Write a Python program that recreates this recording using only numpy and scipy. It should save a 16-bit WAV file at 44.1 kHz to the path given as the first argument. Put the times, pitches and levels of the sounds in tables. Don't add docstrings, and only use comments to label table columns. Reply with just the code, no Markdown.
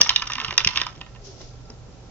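import sys
import numpy as np
from scipy import signal
from scipy.fft import rfft, irfft
from scipy.io import wavfile
from scipy.ndimage import uniform_filter1d

SR = 44100
rng = np.random.default_rng(int(sys.argv[2]) if len(sys.argv) > 2 else 0)


def decibels_to_gain(level_db):
    exponent = np.asarray(level_db, float) / 20
    return 10 ** exponent


def persist_wave(psi):
    counts = np.round(np.clip(psi, -1, 1) * 32767).astype(np.int16)
    wavfile.write(sys.argv[1], SR, np.atleast_2d(counts).T)


N = 92874
COLOUR_HZ = (1200, 3000, 5800)


def unit(x):
    return x / np.sqrt(np.mean(x ** 2))


def band(x, hz, width):
    return signal.lfilter(*signal.iirpeak(hz, hz / width, SR), x)


def curve(rows):
    rows = np.array(rows)
    return decibels_to_gain(np.interp(np.arange(N) / SR, rows[:, 0], rows[:, 1], left=-150, right=-150))


def room_tone():
    # pitch_hz, density_db (per Hz)
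    spectrum = [(15, -33), (25, 5.5), (123, -4), (375, -16.5), (443, -10.5), (476, -28.5), (766, -11),
                (994, -29), (7320, -44), (9520, -72), (16100, -120)]
    level_db, alike_hz = -42, 1100
    out, rows = 0, np.array(spectrum)
    for hz in 28 * 2 ** np.arange(0, 8.2, .5):
        noise = rng.standard_normal((3, N))
        mid, left, right = band(band(noise, hz, hz / 2), hz, hz / 2)
        alike = 0.74 / (1 + (hz / alike_hz) ** 2)
        drift = uniform_filter1d(rng.standard_normal(N), size=3000)
        flicker = unit(uniform_filter1d(drift, size=3000))
        db = np.interp(np.log(hz), np.log(rows[:, 0]), rows[:, 1]) + 2 * flicker
        sides = np.array([left, right])
        out = out + decibels_to_gain(db) * (np.sqrt(alike) * mid + np.sqrt(1 - alike) * sides)
    return unit(out) * decibels_to_gain(level_db)


def appliance_hum():
    # pitch_hz, level_db, width_hz
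    partials = [
        (126.1, -56.5, 4.2),
        (550, -61.5, 40),
        (782, -62.5, 9.2),
        (1343, -66, 24),
    ]
    mains_hz, mains_db = 120, -45.5
    out = decibels_to_gain(mains_db) * np.sin(2 * np.pi * mains_hz * np.arange(N) / SR)
    for hz, db, width in partials:
        out += decibels_to_gain(db) * unit(band(rng.standard_normal(N), hz, width))
    return out


def loose_rattle():
    # start_s, level_db
    loudness = [
        (0.0, -30),
        (0.118, -41),
        (0.412, -40),
        (0.478, -43),
        (0.682, -40),
        (0.72, -38.5),
        (0.856, -43.5),
        (1.0, -58.5),
    ]
    rate_per_s, spread_db, level_db = 300, 11.5, -1.5
    tint_db, treble_db = 4, -3.5
    t = np.cumsum(rng.exponential(1, 900)) / rate_per_s
    db = np.interp(t, *np.array(loudness).T) + level_db + spread_db * rng.random(900) ** 2
    low, high = tint_db * rng.standard_normal((900, 2)).T
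    return np.stack([t, db, low, high + treble_db], axis=1)[t < loudness[-1][0]]


def tinted_db(hits, hz):
    tilt = [np.interp(np.log(hz), np.log(COLOUR_HZ), (low, 0, high)) for low, high in hits[:, 2:4]]
    return hits[:, 1] + np.array(tilt)


def wall_rings(hits, at):
    # pitch_hz, level_db, t60_s
    walls = [(810, -18.5, 0.11), (1003, 4, 0.043), (1197, 1, 0.032), (1312, -4.5, 0.065), (1529, -9, 0.082),
             (1820, -5.5, 0.084), (2132, -6.5, 0.038), (2430, -4, 0.029), (2771, -2, 0.027),
             (3108, -0.5, 0.015), (3598, 1, 0.025), (4198, -3.5, 0.011), (5050, 0.5, 0.03),
             (5810, 2.5, 0.0087)]
    contact_s, ring_db, scatter_db, detune_share, longest_cycles = .0012, -6, 1.5, .03, 120
    t, rings = np.arange(2000) / SR, 0
    for hz, db, t60 in walls + walls:
        scatter, detune, late = rng.standard_normal((3, len(hits), 1))
        age = np.maximum(t - contact_s * np.abs(late), 0).astype(np.float32)
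        level = tinted_db(hits, hz)[:, None] + db + ring_db + scatter_db * scatter
        size = decibels_to_gain(level) * np.sign(detune * late) * .5
        turns = (2 * np.pi * hz * (1 + detune_share * detune)).astype(np.float32)
        decay = np.float32(-np.log(1000) / min(t60, longest_cycles / hz))
        rings = rings + size * (np.exp(decay * age) * np.sin(turns * age))
    places = at[:, None] + np.arange(len(t))
    return np.bincount(places.ravel(), rings.ravel(), 2 * N)[:N]


def cracks(hits, at):
    crack_db, t60_s, apart = -3, 0.017, 0.25
    fall = np.exp(-np.log(1000) / (t60_s * SR))
    out = 0
    for hz in COLOUR_HZ:
        impulses = np.bincount(at, decibels_to_gain(tinted_db(hits, hz) + crack_db), N)
        env = signal.lfilter([1], [1, -fall], impulses)
        env = uniform_filter1d(env, size=30, origin=14)
        spray = rng.standard_normal(N) + apart * rng.standard_normal((2, N))
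        out = out + band(env * spray, hz, 0.46 * hz)
    return out


def pellets():
    # start_s, peak_db, low_walls_db,
    # treble_db
    strikes = [(0.012, 2, -38, 2), (0.024, -35.5, -27, -10), (0.046, -31, -15, -28), (0.061, -16, 0, -20),
               (0.092, -1, -24.5, -6.5), (0.102, -10, -4.5, -27), (0.16, 1, -35, -15),
               (0.22, -12, -5.5, -10.5), (0.272, -21, -28, 1), (0.299, -17, -2, -24.5),
               (0.318, -14.5, -9.5, -9.5), (0.333, -15, -16.5, -3.5), (0.353, -13, -15.5, -21.5),
               (0.381, -17, -1.5, -18.5), (0.4, -11, -16, -26.5), (0.413, -19.5, 0.5, -12.5),
               (0.446, -9.5, -13, -38.5), (0.482, -17.5, -4, -30), (0.507, -12, -12, -35),
               (0.525, -20.5, -6, -35.5), (0.578, -2, -15, 0.5), (0.595, -21, -17, -9),
               (0.603, -12, -12, -21.5), (0.646, -5.5, -25, -6.5), (0.672, -3.5, -17, -4),
               (0.758, -7.5, -25, -30.5), (0.772, -5.5, -10.5, -12.5), (0.814, -10.5, -4, -7),
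               (0.865, -22.5, 1.5, -4.5), (1.012, -20.5, -9.5, -23),
               (0.269, -23, -7.5, -14.5), (0.474, -29, -8, -26), (0.687, -15, -32.5, -19),
             (0.78, -11.5, -20, -23), (0.799, -14.5, -15, -17), (0.977, -52, -15.5, -12.5),
             (1.007, -32, -18.5, -26), (1.062, -32.5, -4.5, -44.5), (1.148, -37.5, -4, -35),
             (1.159, -37.5, 0.5, -35), (1.271, -44.5, -27, 0.5), (1.409, -71, -5.5, -9),
             (1.701, -55, -11, 18)]
    low_hz, top_hz = 740, 6320
    hits = np.vstack([np.array(strikes, float), loose_rattle()])
    at = np.clip((hits[:, 0] * SR).astype(int), 0, N - 1)
    out = wall_rings(hits, at) + cracks(hits, at)
    return signal.sosfilt(signal.butter(3, (low_hz, top_hz), "band", fs=SR, output="sos"), out)


def rug_thumps():
    # start_s, level_db, pitch_hz, t60_s
    landings = [(.004, -20.5, 214, 0.044), (.011, -6, 550, 0.01), (.3, -41, 583, 0.1),
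                (.42, -39, 438, 0.15), (0.483, -29.5, 99, 0.034), (0.522, -28.5, 356, 0.04),
                (0.577, -35, 382, 0.13), (0.662, -22, 86, 0.082), (0.758, -36.5, 333, 0.1),
                (0.814, -21.5, 296, 0.018), (0.972, -39, 249, 0.075), (1.01, -37.5, 300, 0.026),
                (1.405, -33.5, 377, 0.071), (1.512, -39, 67, 0.033), (1.698, -28, 240, 0.034)]
    attack_s = 0.0026
    t, out = np.arange(N) / SR, np.zeros(N)
    for s, db, hz, t60 in landings:
        age = np.maximum(t - s, 0)
        env = decibels_to_gain(db) * (1 - np.exp(-age / attack_s)) * decibels_to_gain(-60 * age / t60)
        thud = unit(band(rng.standard_normal(N), 1.69 * hz, 1.1 * hz))
        out += env * (np.sin(2 * np.pi * hz * age) + 0.66 * thud)
    return out


def rug_squeaks():
    # start_s, length_s, level_db, pitch_hz
    slides = [
        (0.335, .12, -42.5, 264.6),
        (1.218, 0.037, -46.5, 422),
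        (1.259, 0.062, -39.5, 423.5),
    ]
    sag = 0.14
    t, out = np.arange(N) / SR, np.zeros(N)
    for s, length, db, hz in slides:
        u = np.clip((t - s) / length, 0, 1)
        wobble = 1 + 0.29 * unit(band(rng.standard_normal(N), 60, 60))
        tone = np.sin(2 * np.pi * hz * length * u * (1 - sag * u / 2))
        out += decibels_to_gain(db) * np.sin(np.pi * u) * wobble * tone
    return out


def fur_brush():
    # start_s, level_db
    strokes = [
        (1.19, -78),
        (1.25, -48.5),
        (1.32, -53.5),
        (1.37, -56),
        (1.41, -50),
        (1.47, -54.5),
        (1.6, -74.5),
    ]
    grain = decibels_to_gain(2 * unit(uniform_filter1d(rng.standard_normal(N), size=300)))
    hiss = band(rng.standard_normal((2, N)), 5500, 5400)
    return curve(strokes) * unit(grain * hiss)


def claw_ticks():
    # start_s, level_db, pitch_hz
    catches = [
        (1.27, -44.5, 6200),
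        (1.272, -54, 4100),
        (1.41, -43, 3700),
        (1.505, -54, 4930),
        (1.556, -55, 4940),
        (1.655, -52.5, 5000),
        (1.701, -49, 5050),
        (1.74, -56, 5000),
        (1.925, -55, 4920),
    ]
    t60_s = 0.031
    t, out = np.arange(N) / SR, np.zeros(N)
    for s, db, hz in catches:
        age = np.maximum(t - s, 0)
        out += decibels_to_gain(db - 60 * age / t60_s) * np.sin(2 * np.pi * hz * age)
    return out


def room_tail(near):
    level_db, t60_s, dull_hz = -15, .25, 3460
    age = np.arange(int(.4 * SR)) / SR
    tail = rng.standard_normal((2, len(age))) * decibels_to_gain(-60 * age / t60_s) * (age > .004)
    clumps = unit(uniform_filter1d(rng.standard_normal(len(age)), size=120))
    tail = tail * decibels_to_gain(3.7 * clumps)
    tail = signal.lfilter(*signal.butter(1, dull_hz, fs=SR), tail)
    tail /= np.sqrt((tail ** 2).sum(axis=1, keepdims=True))
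    return decibels_to_gain(level_db) * signal.fftconvolve(near, tail, axes=1)[:, :N]


def scene():
    near = pellets() + rug_thumps() + rug_squeaks() + fur_brush() + claw_ticks()
    return near + room_tail(near) + room_tone() + appliance_hum()


def microphone_ports(dry):
    # pitch_hz, sharpness (Q), gain_db, bump_hz, bump_width_hz, bump_db
    openings = [
        (5640, 6.83, -3, 4060, 1600, -4.5),
        (3300, 1.78, -0.5, 5240, 1173, 12),
    ]
    right_late_s = .00002
    f = np.fft.rfftfreq(2 * N, 1 / SR)
    ports = []
    for hz, q, db, bump_hz, width, bump_db in openings:
        bump = bump_db * np.exp(-((f - bump_hz) / width) ** 2)
        ports.append(decibels_to_gain(db + bump) / (1 - (f / hz) ** 2 + 1j * f / (hz * q)))
    late = np.exp(-2j * np.pi * f * np.array([[0], [right_late_s]]))
    return irfft(rfft(dry, 2 * N) * np.array(ports) * late)[:, :N]


def roll_off(x):
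    return signal.sosfilt(signal.butter(12, 7470, fs=SR, output="sos"), x)


def record(dry):
    hiss_db, top_hz = -53.5, 7500
    x = microphone_ports(dry) + decibels_to_gain(hiss_db) * rng.standard_normal((2, N))
    x = signal.sosfilt(signal.cheby1(8, 1, top_hz, fs=SR, output="sos"), x)
    return roll_off(np.clip(x, -1, 1))


dry = scene()
out = record(dry)
persist_wave(out)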